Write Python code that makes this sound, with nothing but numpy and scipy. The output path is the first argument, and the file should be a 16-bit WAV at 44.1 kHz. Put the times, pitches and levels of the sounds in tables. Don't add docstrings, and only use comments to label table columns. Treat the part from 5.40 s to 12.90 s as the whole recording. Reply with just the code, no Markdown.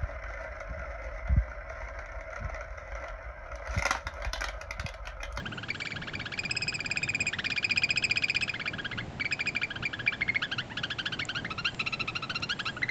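import sys
import numpy as np
from scipy import signal
from scipy.fft import rfft, irfft
from scipy.io import wavfile

SR = 44100
rng = np.random.default_rng(int(sys.argv[2]) if len(sys.argv) > 2 else 0)


def output_pcm(signal):
    pcm = np.clip(np.atleast_2d(signal).T, -1, 1) * 32767
    wavfile.write(sys.argv[1], SR, np.round(pcm).astype(np.int16))


N = 330750

# (frequency [Hz], relative level per Hz [dB])
AIR_SPECTRUM = [(20, -9.5), (40, -9), (60, -7), (115, 2.5), (200, -3.5), (300, -6), (480, -12.5),
                (700, -10.5), (1050, -17), (2000, -19.5), (3500, -26), (6000, -34.5), (7500, -34.5),
                (9000, -59)]
AIR_DB = -43
# (time [s], level [dB])
RUMBLE_SWELL = [(0.0, -42.5), (0.23, -40), (0.31, -47.5), (0.81, -40.5), (0.85, -49.5), (1.11, -43.5),
                (1.65, -45), (1.77, -37.5), (1.88, -46), (3.3, -47), (3.36, -43.5), (4.05, -46.5),
                (4.11, -41), (4.3, -48.5), (4.43, -38), (4.51, -46), (7.48, -44.5), (7.5, -48.5)]

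# (time [s], length [s], start pitch [Hz], end pitch [Hz], level before flutter [dB])
FAR_WHISTLES = [(0.11, .1, 7670, 6900, -63.5), (0.318, 0.27, 7630, 6800, -57.5),
                (.77, 0.14, 3740, 3740, -56), (1.598, 0.084, 3730, 3600, -50),
                (6.265, 0.2, 7400, 7250, -60.5), (6.453, 0.1, 7360, 6260, -59),
                (7.093, 0.37, 7450, 7100, -62)]

# (time [s], peak level [dB], ring frequency [Hz])
GRIT_TICKS = [(0.064, -38, 5640), (3.414, -44, 5100), (5.629, -40, 2000), (5.852, -26, 6700),
              (6.346, -28, 2900), (7.002, -40, 6470)]

# (delay [s], relative level [dB])
SCATTER_CURVE = [(.009, 8), (0.014, 2.5), (0.024, -5.5), (0.044, -17.5), (.065, -10.5), (0.086, -22),
                 (.16, -23.5), (.35, -44.5)]
SCATTER_DB = -17.5
WALL_S, WALL_DB, WALL_HZ = 0.0056, -8, 4000
PARAPET_S, PARAPET_DB = 0.0055, -7

# (time [s], length [s], top pitch [Hz], level before throat and swell [dB])
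PLAIN_PIPS = [(-.008, 0.023, 1697, -35.5), (0.0536, 0.025, 1614, -31.5), (0.118, 0.026, 1595, -34.5),
              (0.1736, .023, 1570, -34), (0.2286, 0.018, 1665, -33.5), (0.345, 0.019, 1690, -34.5),
              (0.557, .022, 1695, -33.5), (.8545, 0.022, 1726, -32.5), (3.333, 0.016, 1730, -30.5),
              (3.382, .028, 1680, -31.5), (3.4443, 0.029, 1647, -31), (4.302, .022, 1680, -32.5),
              (4.3557, .018, 1630, -31), (4.5297, 0.023, 1760, -28.5), (4.5904, 0.026, 1696, -30.5),
              (4.72, 0.036, 1737, -30), (5.0178, 0.044, 1730, -27.5), (5.114, 0.032, 1615, -30),
              (5.297, .044, 993, -35.5), (5.3696, .029, 1724, -31), (5.432, 0.027, 1613, -30.5),
              (5.5018, 0.033, 1740, -30), (5.585, 0.032, 1594, -31), (5.6554, 0.03, 1730, -29.5),
              (5.7208, .03, 1586, -30.5), (5.887, 0.032, 1590, -30), (5.949, 0.058, 1614, -32),
              (6.1025, 0.027, 1316, -30.5), (6.178, 0.03, 1410, -30), (6.246, 0.053, 1610, -29.5),
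              (6.394, 0.028, 1357, -34.5), (6.462, 0.024, 1377, -33.5), (6.524, 0.03, 1357, -35),
              (6.595, 0.033, 1361, -35), (6.676, 0.028, 1333, -32.5), (6.7513, 0.031, 1431, -33),
              (6.821, 0.036, 1349, -32), (6.895, .026, 1547, -28.5), (6.9476, 0.029, 1405, -32),
              (7.022, .028, 1408, -33.5), (7.0914, 0.049, 1637, -30), (7.1907, 0.028, 1703, -30),
              (7.254, 0.056, 1633, -30.5), (7.3647, 0.02, 1520, -32)]
# (frequency [Hz], gain [dB])
THROAT_GAIN = [(900, -8.5), (1400, 0), (2000, 0), (2700, 6), (3200, 3), (3700, -6), (4100, -0.2),
               (4500, -10), (5000, -18), (5500, -8.5), (6200, -23), (7200, -20.5), (8500, -39)]
# (time [s], brightness [dB per octave], lift of the second harmonic [dB])
PIP_BRIGHTNESS = [(.05, -15, 6), (.25, -4, -3.5), (.42, 1.5, -4.5), (.6, -5, -3), (1, -0.5, -4),
                  (1.2, -11, 2.5), (1.5, -3.5, -5.5), (1.75, -13, 4), (2.1, 2, -3.5), (2.4, -1.5, 2),
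                  (3, 2.8, -1.5), (3.15, -6, -1), (4.3, -5.5, -1.5), (4.88, -7.5, -1.5), (5.12, -2, -2),
                  (5.18, -3, -0.5), (5.3, -10, 5.5), (5.36, -1.5, -1), (5.7, -1, -2), (5.95, -2.5, -2.5),
                  (6.04, -8, -5), (6.11, -2, -3.5), (6.18, -4, -5.5), (6.25, -1.5, 1.5), (6.39, 1, 3),
                  (6.74, -1, 1), (6.83, -3, -5.5), (7.02, 1, -3.5), (7.28, -2, -4.5), (7.38, -16, 0)]
# (time [s], resting pitch [Hz], share of a plain pip passed at its top [0 to 1])
PIP_POSTURE = [(0, 1376, 0.73), (.9, 1416, 0.74), (1.2, 1446, .65), (3.4, 1474, 0.61), (4.6, 1432, 0.55),
               (5.2, 1464, 0.53), (5.3, 821, 0.67), (5.36, 1433, .55), (5.75, 1437, 0.55),
               (6.25, 1397, 0.67), (6.39, 1360, .48), (7.02, 1400, 0.58), (7.09, 1437, 0.7),
               (7.25, 1330, 0.71), (7.45, 1400, 0.54)]
# (time [s], level before throat and swell [dB], pitch at which the voice flips [Hz])
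LEAD_IN_PIPS = [(.3, -34, 1847), (1, -32, 1808), (1.3, -32, 1740), (1.75, -29.5, 1890), (2.05, -26.5, 1950),
                (2.3, -31.5, 1723), (3, -30, 1805), (3.6, -30, 1756), (3.85, -26, 1880), (4.2, -28, 1774),
                (4.45, -31, 1790), (4.85, -21.5, 1970), (5.22, -30, 1764), (5.82, -29.5, 1850),
                (6.06, -25, 2040), (7.4, -23, 1990)]
LEAD_IN_CREST = 0.92
CLIMB_S = 0.01012
WAKE_S = 0.002

# (time of the flip [s], how long before the flip its pip begins [s], peep length [s],
#  peep pitch [Hz], peep level [dB])
FLIPPED_PEEPS = [(.302, 0.018, 0.013, 2344, -26.5), (.417, 0.017, 0.013, 2350, -30),
                 (0.47, 0.019, 0.0078, 2420, -28.5), (0.519, .014, 0.011, 2350, -29.5),
                 (0.634, 0.018, 0.013, 2340, -38), (0.695, 0.024, 0.0051, 2280, -34),
                 (.751, 0.018, 0.0093, 2410, -30), (0.812, 0.019, .012, 2340, -33.5),
                 (0.937, .019, 0.0085, 2380, -29), (0.989, 0.013, .014, 2510, -25),
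                 (1.0492, 0.015, 0.016, 2450, -27), (1.1085, 0.014, 0.014, 2570, -25.5),
                 (1.165, 0.013, 0.016, 2567, -26), (1.2193, 0.01, 0.022, 2552, -27.5),
                 (1.2786, .01, 0.024, 2550, -27), (1.3392, 0.016, 0.024, 2560, -28.5),
                 (1.4032, 0.013, 0.0082, 2466, -25), (1.4583, 0.013, .011, 2516, -25.5),
                 (1.5118, 0.011, .013, 2520, -24), (1.5704, 0.012, 0.016, 2507, -25),
                 (1.629, .01, 0.016, 2521, -22), (1.688, 0.011, 0.018, 2523, -23.5),
                 (1.7464, 0.0094, 0.014, 2480, -21), (1.803, 0.0085, .023, 2515, -23.5),
                 (1.866, 0.0077, 0.028, 2505, -23.5), (1.946, 0.018, 0.0061, 2000, -32.5),
                 (2.005, 0.019, 0.0046, 2150, -39), (2.0593, 0.017, .012, 2490, -24),
                 (2.116, 0.015, 0.016, 2510, -25), (2.1758, 0.015, 0.013, 2480, -21.5),
                 (2.243, 0.016, 0.015, 2520, -19.5), (2.3073, 0.012, 0.019, 2470, -20),
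                 (2.373, .013, 0.014, 2533, -20.5), (2.434, 0.014, 0.018, 2477, -19),
                 (2.5036, 0.013, 0.017, 2512, -20), (2.572, 0.013, 0.015, 2553, -19.5),
                 (2.6374, 0.014, 0.02, 2572, -19), (2.709, 0.012, 0.013, 2495, -18.5),
                 (2.77, 0.012, .015, 2534, -21.5), (2.836, 0.014, 0.014, 2507, -18.5),
                 (2.897, 0.014, 0.014, 2532, -19), (2.9606, 0.014, .0126, 2510, -19),
                 (3.0225, 0.013, 0.02, 2608, -23.5), (3.093, .015, 0.012, 2496, -25),
                 (3.1532, 0.016, 0.016, 2140, -34.5), (3.2124, 0.017, 0.011, 2350, -28.5),
                 (3.276, 0.021, .013, 2442, -22.5), (3.5284, 0.016, 0.013, 2140, -30.5),
                 (3.6034, 0.028, 0.012, 2160, -34), (3.807, 0.0092, 0.02, 2310, -24),
                 (3.853, 0.0062, .017, 2326, -24.6), (3.9222, 0.012, 0.019, 2530, -23.5),
                 (4.005, 0.013, .0146, 2412, -23), (4.0695, 0.012, 0.027, 2507, -23.5),
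                 (4.1628, .013, 0.013, 2414, -22), (4.232, 0.018, .0165, 2406, -23),
                 (4.452, 0.028, 0.02, 2390, -24), (4.6746, .012, .015, 2398, -18.5),
                 (4.8174, 0.0084, 0.017, 2187, -21.5), (4.889, 0.0089, 0.018, 2178, -20),
                 (4.957, 0.011, 0.015, 2210, -20), (5.214, 0.034, 0.013, 2040, -37),
                 (5.817, 0.027, 0.021, 2250, -30.5), (6.0582, 0.012, 0.01, 2140, -30.5),
                 (7.429, 0.01, 0.015, 2040, -22), (7.4907, 0.0067, 0.011, 2096, -23.5)]
# (time [s], second harmonic [dB], third harmonic [dB])
PEEP_OVERTONES = [(.3, -10, -21), (1.05, -9, -20.5), (1.2, -4, -19.5), (1.5, -9.5, -18.5),
                  (1.7, -15.5, -21), (1.87, -13.5, -15), (2.06, -10.5, -29.5), (2.6, -9.5, -23.5),
                  (2.85, -11.5, -29.5), (3.85, -12, -25.5), (4.07, -12, -22.5), (4.16, -15, -26.5),
                  (4.45, -14.5, -22.5), (4.7, -18.5, -40), (4.96, -18.5, -29), (5.8, -13, -27.5),
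                  (7.45, -7.5, -5.5)]
# (time [s], share of its pitch [0 to 1])
PEEP_DROP = [(.3, 0.24), (.93, 0.22), (1, 0.099), (1.33, 0.12), (1.45, .17), (1.65, 0.14), (2.5, 0.15),
             (3.2, 0.19), (4.5, .16), (4.88, .08), (5.8, 0.17)]
USUAL_PEEP_HZ = 2450
SECOND_DB_PER_HZ, THIRD_DB_PER_HZ = 0.0189, 0.0653
BREAK_S, LOUD_PEEP_DB = 0.0032, -20
PEEP_FADE_DB = 1.5

# (frequency [Hz], gain [dB])
MIRROR_FILTER = [(7600, 0), (8000, -4), (8300, -8), (8600, -17), (9000, -33), (9400, -55)]
SAMPLING_HZ, INPUT_EDGE_HZ, CUTOFF_HZ = 16000, 7850, 9200


def from_db(db):
    return 10 ** (np.asarray(db) / 20)


def rms_one(x):
    return x / np.sqrt(np.mean(x ** 2) + 1e-20)


def at_hz(points, hz):
    freqs, levels = np.transpose(points)
    return np.interp(np.log(np.maximum(hz, 1)), np.log(freqs), levels)


def at_time(rows, s):
    times, *columns = np.transpose(rows)
    return [np.interp(s, times, column) for column in columns]


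def bins_hz():
    return np.arange(N // 2 + 1) * SR / N


def drift(rate):
    smoothed = rfft(rng.standard_normal(N)) / (1 + (bins_hz() / rate) ** 2)
    return rms_one(irfft(smoothed, N))


def note_clock(start, length):
    first = max(int(start * SR) + 1, 0)
    at = np.arange(first, min(int((start + length) * SR), N))
    age = at / SR - start
    return at, age, np.clip(age / length, 0, 1)


def phase_of(hz):
    return 2 * np.pi * np.cumsum(hz) / SR


def delayed(x, delay_s):
    return np.interp(np.arange(N) - delay_s * SR, np.arange(N), x, left=0)


def air(surge_db=2.0, rumble_hz=330, swell_share=0.67):
    noise = irfft(rfft(rng.standard_normal(N)) * from_db(at_hz(AIR_SPECTRUM, bins_hz())), N)
    noise = rms_one(noise)
    rumble = signal.sosfilt(signal.butter(1, rumble_hz, fs=SR, output="sos"), noise)
    level_db, = at_time(RUMBLE_SWELL, np.arange(N) / SR)
    swell_db = swell_share * (level_db - level_db.mean()) + surge_db * drift(6.9)
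    return from_db(AIR_DB) * (noise + rumble * (from_db(swell_db) - 1))


def small_birds(jitter=0.028, flutter_db=3.0, shrill_hz=7400):
    out = np.zeros(N)
    waver, flutter = jitter * drift(230), flutter_db * drift(120)
    for start, length, first_hz, last_hz, db in FAR_WHISTLES:
        at, age, progress = note_clock(start, length)
        glide = first_hz + (last_hz - first_hz) * progress
        pitch = glide * (1 + waver[at] * (first_hz / shrill_hz) ** 2)
        swell = from_db(db + flutter[at]) * np.sin(np.pi * progress)
        out[at] += swell * np.sin(phase_of(pitch))
    return out


def ticks(decay_s=0.0013, sharpness=3.4):
    out, noise = np.zeros(N), rng.standard_normal(N)
    for start, db, hz in GRIT_TICKS:
        at, age, _ = note_clock(start, 10 * decay_s)
        crack = noise[at] * np.exp(-age / decay_s)
        ring = signal.lfilter(*signal.iirpeak(hz, sharpness, fs=SR), crack)
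        out[at] += from_db(db) * ring / np.abs(ring).max()
    return out


def scattered(x, dull_hz=8000):
    delay, db = np.transpose(SCATTER_CURVE)
    t = np.arange(SR // 2) / SR
    within = (t > delay[0]) * (t < delay[-1])
    echoes = rng.standard_normal(len(t)) * from_db(np.interp(t, delay, db)) * within
    echoes = signal.sosfilt(signal.butter(1, dull_hz, fs=SR, output="sos"), echoes)
    return signal.fftconvolve(x, echoes / np.linalg.norm(echoes))[:N]


def wall_echo(x):
    bright = signal.sosfilt(signal.butter(3, WALL_HZ, "high", fs=SR, output="sos"), x)
    return from_db(WALL_DB) * delayed(bright, WALL_S)


def parapet_echo(x):
    return from_db(PARAPET_DB) * delayed(x, PARAPET_S)


def all_pips():
    rows = [(start, *row, at_time(PIP_POSTURE, start)[1]) for start, *row in PLAIN_PIPS]
    for flip, lead, _, _, db in FLIPPED_PEEPS:
        pause = min(BREAK_S * from_db(db - LOUD_PEEP_DB), lead / 2)
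        lead_db, flip_hz = at_time(LEAD_IN_PIPS, flip)
        rows.append((flip - lead, lead - pause, flip_hz, lead_db, LEAD_IN_CREST))
    return rows


def pips(scoop=0.4244, scoop_s=0.003884, attack_s=0.0027, release=2.8, sag=0.23, droop=2.4,
         push_db=1.7, closing_db=1.5, jitter=0.009, shimmer_db=2.04, rasp_db=0.72, count=7):
    out = np.zeros(N)
    k = np.arange(1, count + 1)[:, None]
    waver, flutter, rasp = 1 + jitter * drift(250), shimmer_db * drift(360), rasp_db * drift(400)
    for start, length, top_hz, db, crest in all_pips():
        at, age, progress = note_clock(start - WAKE_S, length + WAKE_S)
        bright, lift_db = at_time(PIP_BRIGHTNESS, start)
        rest_hz = min(at_time(PIP_POSTURE, start)[0], top_hz)
        climb = np.exp(-(np.minimum(progress - crest, 0) * length / CLIMB_S) ** 2)
        spent = (2 * np.maximum(progress - crest, 0)) ** droop
        pressure = 1 - scoop * np.exp(-age / scoop_s) - sag * spent
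        pitch = (rest_hz + (top_hz - rest_hz) * climb) * pressure * waver[at]
        slope = bright - closing_db * spent + rasp[at]
        loudness = db + push_db * (climb - 0.5) + flutter[at]
        levels = loudness + at_hz(THROAT_GAIN, k * pitch) + np.log2(k) * slope + (k == 2) * lift_db
        tone = -(from_db(levels) * np.cos(k * phase_of(pitch))).sum(0)
        out[at] += tone * (1 - np.exp(-age / attack_s)) ** 2 * (1 - progress ** release)
    return out


def peeps(scoop=0.085, scoop_s=0.0016, attack_s=0.00057, droop=3.8, release=6.5,
          jitter=0.007, shimmer_db=2.04, closing_db=3.5, count=3):
    out = np.zeros(N)
    k = np.arange(1, count + 1)[:, None]
    waver, flutter = 1 + jitter * drift(300), shimmer_db * drift(260)
    for start, _, length, hz, db in FLIPPED_PEEPS:
        at, age, progress = note_clock(start, length)
        second_db, third_db = at_time(PEEP_OVERTONES, start)
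        fall, = at_time(PEEP_DROP, start)
        strain = hz - USUAL_PEEP_HZ
        second_db += SECOND_DB_PER_HZ * strain
        third_db += THIRD_DB_PER_HZ * strain
        overtones = np.array([[0], [second_db], [third_db]])
        pitch = hz * (1 - fall * progress ** droop) * (1 - scoop * np.exp(-age / scoop_s)) * waver[at]
        loudness = db - PEEP_FADE_DB * (progress - 0.5) + flutter[at]
        levels = loudness + overtones - closing_db * (k - 1) * progress ** 4
        tone = -(from_db(levels) * np.cos(k * phase_of(pitch))).sum(0)
        out[at] += tone * (1 - np.exp(-age / attack_s)) * (1 - progress ** release)
    return out


def scene(far_wet_db=-10.5):
    background, far = air(), small_birds()
    reedy = pips()
    pair = reedy + peeps()
    echoes = scattered(from_db(SCATTER_DB) * pair + from_db(far_wet_db) * far)
    sound = background + far + ticks() + echoes + wall_echo(pair) + parapet_echo(reedy) + pair
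    return sound[None]


def record(dry):
    band = signal.sosfilt(signal.ellip(9, 0.2, 50, INPUT_EDGE_HZ, fs=SR, output="sos"), dry)
    sampled = band * (1 + 2 * np.cos(2 * np.pi * SAMPLING_HZ * np.arange(N) / SR))
    smoothed = irfft(rfft(sampled) * from_db(at_hz(MIRROR_FILTER, bins_hz())), N)
    return signal.sosfilt(signal.ellip(10, 0.1, 80, CUTOFF_HZ, fs=SR, output="sos"), smoothed)


dry = scene()
out = record(dry)
output_pcm(out)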